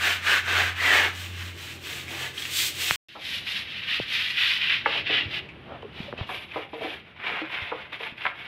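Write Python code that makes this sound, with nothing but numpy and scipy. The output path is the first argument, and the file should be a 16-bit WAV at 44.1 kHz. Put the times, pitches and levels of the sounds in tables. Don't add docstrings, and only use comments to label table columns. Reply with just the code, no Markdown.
import sys
import numpy as np
from scipy import signal
from scipy.fft import rfft, irfft, next_fast_len
from scipy.io import wavfile
from scipy.ndimage import uniform_filter1d

SR = 44100
rng = np.random.default_rng(int(sys.argv[2]) if len(sys.argv) > 2 else 0)


def pcm_store(signal):
    levels = np.round(np.clip(np.atleast_2d(signal), -1, 1) * 32767)
    wavfile.write(sys.argv[1], SR, levels.astype(np.int16).T)


N = 373522
TIME = np.arange(N) / SR


def from_db(db):
    return 10 ** (np.asarray(db) / 20)


def unit_power(x):
    return x / np.sqrt(np.mean(x ** 2) + 1e-20)


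def in_time(rows):
    return np.interp(TIME, *np.transpose(rows))


def drift(per_s):
    knots = rng.standard_normal(4096)
    return unit_power(np.interp(TIME * per_s, np.arange(len(knots)), knots))


def lowpass(x, order, cutoff_hz):
    return signal.sosfilt(signal.butter(order, cutoff_hz, fs=SR, output="sos"), x)


def coloured(x, spectrum):
    size = next_fast_len(N)
    hz = np.maximum(np.arange(size // 2 + 1) * SR / size, 1)
    points_hz, db = np.transpose(spectrum)
    octaves_outside = np.abs(np.log2(hz / np.clip(hz, points_hz[0], points_hz[-1])))
    gain = from_db(np.interp(np.log(hz), np.log(points_hz), db) - 20 * octaves_outside)
    return unit_power(irfft(rfft(x, size) * gain, size)[:N])


def resonance(x, hz, width_hz):
    radius = np.exp(-np.pi * width_hz / SR)
    feedback = [1, -2 * radius * np.cos(2 * np.pi * hz / SR), radius ** 2]
    return signal.lfilter(np.array([1, 0, -1]) * (1 - radius ** 2) / 2, feedback, x + 1e-18)


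def grains(per_s, spread_db):
    sizes = from_db(spread_db * np.minimum(rng.exponential(1, N), 5)) * rng.choice([-1, 1], N)
    return unit_power(sizes * (rng.random(N) < per_s / SR))


def decay(t, t60):
    return np.exp(-np.log(1000) * t / t60)


def burst(t60):
    t = TIME[:SR // 4]
    return rng.standard_normal(len(t)) * decay(t, max(t60, .002))


def add(track, start_s, sound, peak_db):
    at = max(round(start_s * SR), 0)
    track[at:at + len(sound)] += (sound * from_db(peak_db) / np.abs(sound).max())[:N - at]


def hand(turn_db, press_db, press_per_s):
    # start_s, rise_s, fall_s, rasp_db, fizz_db, rub_db
    strokes = [(-0.025, 0.08, 0.17, -22.5, -37, -41), (0.195, 0.15, 0.096, -20.5, -37, -39),
               (0.41, 0.17, 0.18, -20.5, -38, -35), (0.728, 0.21, 0.18, -19, -37, -34),
               (0.95, 0.054, 0.15, -27.5, -44.5, -35), (1.099, 0.11, 0.14, -35.5, -44, -58),
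               (1.26, 0.16, 0.16, -36.5, -49, -64), (1.514, 0.14, 0.17, -37.5, -47, -61),
               (1.76, 0.18, 0.18, -35, -44, -58), (2.05, 0.074, 0.15, -37, -47, -50),
               (2.14, 0.1, 0.11, -32.5, -44, -47), (2.305, 0.13, 0.15, -33.5, -42, -59.5),
               (2.478, 0.15, 0.11, -25.5, -27, -54.5), (2.689, 0.206, 0.138, -27.5, -32.5, -51),
               (3.065, 0.071, 0.09, -42, -64.5, -71), (3.173, 0.17, 0.11, -30.5, -48.5, -57),
               (3.4, 0.13, 0.15, -30, -51, -57), (3.6, 0.142, 0.25, -33, -62, -73),
               (3.85, 0.085, 0.16, -26.5, -53.5, -63), (4.059, 0.085, 0.27, -25.5, -49, -67),
               (4.324, 0.12, 0.19, -20.5, -46, -58), (4.565, 0.12, 0.16, -21, -54, -62),
               (4.816, 0.14, 0.087, -24.5, -58.5, -36.5), (5.025, 0.13, 0.12, -22.5, -61, -43.5),
               (5.271, 0.088, 0.054, -30.5, -60.5, -47), (5.63, 0.098, 0.096, -50.5, -97, -38),
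               (5.899, 0.11, 0.16, -42.5, -68.5, -47), (6.156, 0.038, 0.097, -40, -76, -42),
               (6.254, 0.057, 0.2, -36.5, -58.5, -42.5), (6.475, 0.11, 0.1, -36.5, -65.5, -46),
               (6.668, 0.23, 0.13, -38, -63.5, -42.5), (6.98, 0.12, 0.06, -52.5, -84, -57),
               (7.154, 0.16, 0.19, -29.5, -67.5, -37.5), (7.457, 0.078, 0.26, -33, -67, -47),
               (7.7, 0.077, 0.15, -42.5, -76, -47), (7.916, 0.02, 0.066, -36.5, -66.5, -46),
               (7.975, 0.042, 0.13, -33.5, -63, -42.5), (8.15, 0.1, 0.086, -35.5, -67, -50),
               (8.31, 0.1, 0.26, -41.5, -72.5, -52)]
    exponents = (1.48, 1.54, 2.37)
    power = np.zeros((3, N))
    for start, rise, fall, *full_db in strokes:
        end = start + rise + fall
        during = slice(*np.searchsorted(TIME, [start, end]))
        speed = np.sin(np.interp(TIME[during], [start, start + rise, end], [0, np.pi / 2, np.pi]))
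        for layer, db, exponent in zip(power, full_db, exponents):
            layer[during] += (from_db(db) * np.abs(speed) ** exponent) ** 2
    turning = from_db(turn_db) ** 2 * np.abs(uniform_filter1d(power, size=SR // 5))
    uneven_pressure_db = press_db * drift(press_per_s)
    return 10 * np.log10(power + turning + 1e-12) + uneven_pressure_db


def lightness(levels, usual_db):
    rasp_level, fizz_level, _ = levels
    return uniform_filter1d(np.clip(fizz_level - rasp_level - usual_db, -15, 15), size=SR // 50)


def bristles(colour, lightness_db, flicks_per_s, spread_db, tilt, pivot_hz, tuft_db):
    flicks = coloured(grains(flicks_per_s, spread_db), colour)
    low = signal.sosfiltfilt(signal.butter(3, pivot_hz, fs=SR, output="sos"), flicks)
    high = flicks - low
    lift = from_db(tilt * lightness_db)
    power = np.mean(low ** 2) + np.mean(high ** 2) * lift ** 2
    low = low * from_db(tuft_db * drift(90))
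    high = high * from_db(tuft_db * drift(130))
    return (low + lift * high) / np.sqrt(power)


def tuft_ring(pitch, rasp_level, lightness_db, hard_db, ring_db, width_hz, waver):
    soft_loss_db = 0.4 * np.maximum(hard_db - rasp_level, 0)
    slip_loss_db = 1.6 * np.maximum(lightness_db, 0)
    sway = lowpass(rng.standard_normal((2, N)), 2, width_hz / 2)
    phase = 2 * np.pi * np.cumsum(in_time(pitch) * (1 + waver * drift(40))) / SR
    band = unit_power(sway[0] * np.cos(phase) + sway[1] * np.sin(phase))
    return from_db(ring_db - soft_loss_db - slip_loss_db) * band


def scrub(levels, rasp, fizz_colour, rub_colour, rasp_db, fizz_db, rub_db, judder_db):
    rasp_level, fizz_level, rub_level = levels
    fizz = coloured(grains(per_s=16000, spread_db=2.5), fizz_colour)
    rub = coloured(grains(per_s=2500, spread_db=3.5), rub_colour)
    sound = (from_db(rasp_level + rasp_db) * rasp
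             + from_db(fizz_level + fizz_db) * fizz
             + from_db(rub_level + rub_db) * rub)
    return sound * from_db(judder_db * drift(55))


def near_echoes(x, echo_db, travel_s):
    lags_s = np.geomspace(.002, .013, num=4)
    echoes = sum((-1) ** k * np.interp(TIME - lag - travel_s * drift(5), TIME, x, left=0)
                 for k, lag in enumerate(lags_s))
    return (x + from_db(echo_db) * echoes) / np.sqrt(1 + len(lags_s) * from_db(2 * echo_db))


def building(x, wet_db, t60, wall_hz):
    t = TIME[:SR]
    tail = lowpass(rng.standard_normal(SR) * decay(t, t60) * (t > .005), 2, wall_hz)
    return x + from_db(wet_db) * signal.fftconvolve(x, tail / np.linalg.norm(tail))[:N]


def first_wall(levels):
    # frequency_hz, density_db
    rasp_colour = [(700, -31.5), (1150, -5), (1400, -5.5), (1680, -2.5), (2150, 0), (2450, 0), (3000, -1),
                   (3900, -7), (4900, -17), (6500, -18.5), (9000, -40)]
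    fizz_colour = [(2000, -30), (3300, 5), (5000, -1), (6300, -3), (8000, -1), (9700, -9.5), (11300, -8),
                   (12500, -9.5), (13800, -4.5), (15600, -11)]
    rub_colour = [(120, -28.5), (230, -8.5), (340, 0.5), (440, -3), (600, -1), (720, 4.5), (950, 0.5),
                  (1250, -20), (1900, -20)]
    # time_s, pitch_hz
    ring_pitch = [(0.1, 1600), (0.6, 1646), (0.85, 2007), (1.02, 1709)]
    light_db = lightness(levels, usual_db=-13.5)
    rasp = bristles(rasp_colour, light_db, flicks_per_s=12000, spread_db=2.0,
                    tilt=0.82, pivot_hz=2260, tuft_db=1.0)
    ring = tuft_ring(ring_pitch, levels[0], light_db,
                     hard_db=-21.5, ring_db=-2.5, width_hz=260, waver=0.045)
    sound = scrub(levels, from_db(-1.7) * rasp + ring, fizz_colour, rub_colour,
                  rasp_db=-1.75, fizz_db=1.05, rub_db=1.8, judder_db=0.26)
    sound = near_echoes(sound, echo_db=-18.5, travel_s=0.00014)
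    return building(sound, wet_db=-16.5, t60=.45, wall_hz=5070)


def motor(level_db, fundamental_hz, waver, flutter_db):
    # time_s, relative_db
    envelope = [(0.0, -48.5), (0.4, -49.5), (0.55, -39.5), (0.94, -47.5), (1.1, -45), (1.47, -42.5),
                (1.84, -56), (2.9, -54.5)]
    # multiple, relative_db
    harmonics = [(2, 7.5), (3, -18), (4, -14)]
    phase = 2 * np.pi * np.cumsum(fundamental_hz * (1 + waver * drift(5))) / SR
    hum = sum(from_db(db + flutter_db * drift(7.8)) * np.sin(k * phase) for k, db in harmonics)
    return from_db(in_time(envelope) + level_db) * hum


def air(level_db):
    # frequency_hz, density_db
    colour = [(20, -46), (32, -19.5), (48, -10.5), (80, 2), (140, -3), (210, -3.5), (350, -10), (600, -13),
              (1200, -16.5), (3000, -14.5), (7000, -54), (11300, -49), (15000, -63.5)]
    # time_s, relative_db
    envelope = [(0.0, -47), (2.85, -50), (3.1, -60), (3.28, -46), (4.5, -49.5), (5.0, -45), (6.2, -44.5),
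                (6.6, -51), (8.46, -53.5)]
    return from_db(in_time(envelope) + level_db) * coloured(rng.standard_normal(N), colour)


def drone(level_db):
    # centre_hz, width_hz, relative_db
    bands = [(130.6, 7.9, 4), (161.7, 10, -7.5), (262, 11, -4.5), (301.8, 9.3, -1.5), (343, 29, 3),
             (382, 26, 0.5), (453, 57, -1), (541, 31, -11), (597, 45, -5), (815, 27, -10)]
    # time_s, relative_db
    envelope = [(0, -63.5), (2.1, -42), (2.9, -46), (3.2, -65.5), (4.5, -58), (5.2, -40.5), (6.4, -58),
                (8.4, -55.5)]
    far = rng.standard_normal(N)
    tones = sum(from_db(db) * unit_power(resonance(resonance(far, hz, width), hz, width))
                for hz, width, db in bands)
    return from_db(in_time(envelope) + level_db) * unit_power(tones)


def snaps(level_db, width_hz, plink_db):
    # start_s, relative_peak_db, pitch_hz, t60_s
    releases = [(2.0812, -21, 2190, 0.04), (2.379, -18, 3220, 0.039), (2.423, -19, 3230, 0.019),
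                (2.4528, -16, 2620, 0.02), (5.4889, -29.5, 2330, 0.1), (5.824, -33.5, 3000, 0.02),
                (6.179, -27.5, 2710, 0.035), (6.517, -30, 2410, .04)]
    out, t = np.zeros(N), TIME[:SR // 4]
    for start_s, peak_db, hz, t60 in releases:
        tick = resonance(resonance(burst(t60), hz, width_hz), hz, width_hz)
        plink = np.sin(2 * np.pi * hz * t) * decay(t, t60)
        add(out, start_s, unit_power(tick) + from_db(plink_db) * unit_power(plink), peak_db + level_db)
    return out


def taps(level_db, damping):
    # start_s, relative_peak_db, centre_hz
    touches = [(2.9094, -9, 1646), (3.9997, -23.5, 415), (6.1270, -26.5, 1050), (6.1283, -32, 382),
               (6.1367, -29, 422), (6.2102, -29, 900)]
    out = np.zeros(N)
    for start_s, peak_db, hz in touches:
        click = resonance(signal.unit_impulse(SR // 20), hz, damping * hz)
        add(out, start_s, lowpass(click, 4, 1.4 * hz), peak_db + level_db)
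    return out


def bumps(level_db):
    # start_s, relative_peak_db, pitch_hz, decay_cycles
    pushes = [(2.913, -29, 131, 2.1), (4.001, -32.5, 130, 4.3), (5.259, -32.5, 97, 5.7),
              (5.845, -35, 413, 24), (6.003, -24.5, 193, 2.4), (6.08, -36, 573, 26), (6.211, -23, 100, 2.7),
              (7.418, -31, 318, 23), (7.621, -36, 91, 3.3), (8.123, -36, 195, 2.2)]
    out, t = np.zeros(N), TIME[:SR // 4]
    for start_s, peak_db, hz, cycles in pushes:
        swell = t * decay(t, cycles / hz)
        add(out, start_s, swell * np.sin(2 * np.pi * hz * t), peak_db + level_db)
    return out


def second_wall(levels):
    # frequency_hz, density_db
    rasp_colour = [(700, -30), (1200, -16), (1600, -9), (1950, -2), (2130, -5), (2370, -1), (2950, -1),
                   (3800, -5), (4400, -13.5), (5200, -19), (6300, -37.5), (8000, -75)]
    fizz_colour = [(3500, -24), (5500, 5), (7000, -3), (9500, -6.5), (11500, 0), (12800, -6.5),
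                   (14300, -13), (15600, -22)]
    rub_colour = [(140, -17), (260, 3), (380, 2), (560, 4.5), (800, 6), (1100, 0), (1400, -0.5),
                  (2100, -17)]
    # time_s, pitch_hz
    ring_pitch = [(3.75, 2865), (4.15, 2727), (4.5, 3100), (4.72, 2623), (5.2, 2834)]
    light_db = lightness(levels, usual_db=-28)
    rasp = bristles(rasp_colour, light_db, flicks_per_s=9000, spread_db=0.5,
                    tilt=0.54, pivot_hz=3670, tuft_db=1.3)
    ring = tuft_ring(ring_pitch, levels[0], light_db,
                     hard_db=-27.5, ring_db=-5.5, width_hz=520, waver=.04)
    sound = scrub(levels, from_db(-1.5) * rasp + ring, fizz_colour, rub_colour,
                  rasp_db=-1.38, fizz_db=-0.7, rub_db=-1.5, judder_db=1.0)
    sound = near_echoes(sound, echo_db=-15.5, travel_s=0.00019)
    return building(sound, wet_db=-19.0, t60=0.42, wall_hz=4080)


def knocks(level_db, focus_db, crunch_db):
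    # start_s, relative_peak_db, centre_hz, contact_t60_s
    blows = [(3.15,-31,640,0.14), (4.858,-7,899,0.034), (5.096,-22,450,0.1), (5.825,-29.5,600,0.049),
             (6.289,-23.5,950,0.084), (6.558,-19.5,610,0.15), (6.731,-25,520,0.14), (6.808,-24,450,0.24),
             (6.843,-22.5,496,0.059), (7.413,-26,520,0.052), (7.716,-17,680,0.068), (7.924,-30,1520,0.057),
             (8.002,-28,635,0.09), (8.252,-13,1400,0.038), (8.264,-9.5,1920,0.023)]
    # frequency_hz, gain_db, t60_s
    modes = [(323, 0.5, 0.038), (456, 5.5, 0.059), (546, 2.5, 0.15), (778, 4, 0.013), (954, -2, 0.018),
             (1280, 3, 0.011), (1683, -0.5, 0.015), (1910, 1.5, 0.0043), (2440, -14, 0.016),
             (3230, -12, 0.01)]
    out = np.zeros(N)
    for start_s, peak_db, centre_hz, contact_t60 in blows:
        contact = burst(contact_t60)
        ring = np.zeros_like(contact)
        for k, (hz, db, t60) in enumerate(modes):
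            gain = (-1) ** k * from_db(db - focus_db * np.log2(hz / centre_hz) ** 2)
            ring += gain * resonance(contact, hz, width_hz=np.log(1000) / np.pi / t60)
        crunch = resonance(contact, centre_hz, width_hz=0.89 * centre_hz)
        knock = unit_power(ring) + from_db(crunch_db) * unit_power(crunch)
        add(out, start_s, knock, peak_db + level_db)
    return lowpass(out, 4, 3200)


def third_wall(levels):
    # frequency_hz, density_db
    rasp_colour = [(700, -9.5), (1200, -8.5), (1600, -6), (1950, -4), (2230, 1), (2800, -3.5), (3600, -8),
                   (4400, -22.5), (5200, -28), (6300, -43), (8000, -47)]
    fizz_colour = [(3500, -20), (5500, -2), (7000, -12.5), (8500, -9), (10000, -4.5), (11300, 2),
                   (12800, -8), (15600, -21)]
    rub_colour = [(160, -11), (240, -0.5), (320, -0.5), (445, -0.5), (600, -1.5), (760, -0.5), (1000, -4.5),
                  (1300, -3), (1900, -2)]
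    light_db = lightness(levels, usual_db=-33)
    rasp = bristles(rasp_colour, light_db, flicks_per_s=6800, spread_db=2.5,
                    tilt=1.0, pivot_hz=2430, tuft_db=-1.8)
    sound = scrub(levels, rasp, fizz_colour, rub_colour,
                  rasp_db=-1.7, fizz_db=-1.0, rub_db=-0.1, judder_db=1.25)
    sound = near_echoes(sound, echo_db=-15, travel_s=.00015)
    return building(sound, wet_db=-17.5, t60=0.32, wall_hz=4130)


def scene():
    silence_start_s, silence_end_s, third_start_s = 2.959, 3.085, 6.28
    levels = hand(turn_db=-13.5, press_db=1, press_per_s=22)
    impacts = knocks(level_db=-1.0, focus_db=8.5, crunch_db=-3)
    impacts += snaps(level_db=-4, width_hz=670, plink_db=-4)
    shared = building(impacts, wet_db=-13.5, t60=0.36, wall_hz=3530)
    shared += bumps(level_db=0.5) + taps(level_db=5, damping=3.2)
    shared += air(level_db=-1.5) + drone(level_db=-4.5)
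    first = first_wall(levels) + motor(level_db=-1.0, fundamental_hz=44.4, waver=0.0077, flutter_db=1.0)
    later = np.where(TIME < third_start_s, second_wall(levels), third_wall(levels))
    return ((first + shared) * (TIME < silence_start_s) + (later + shared) * (TIME > silence_end_s))[None]


def record(dry):
    cutoff_hz = 15600
    return signal.sosfilt(signal.ellip(10, .1, 80, cutoff_hz, fs=SR, output="sos"), dry)


dry = scene()
out = record(dry)
pcm_store(out)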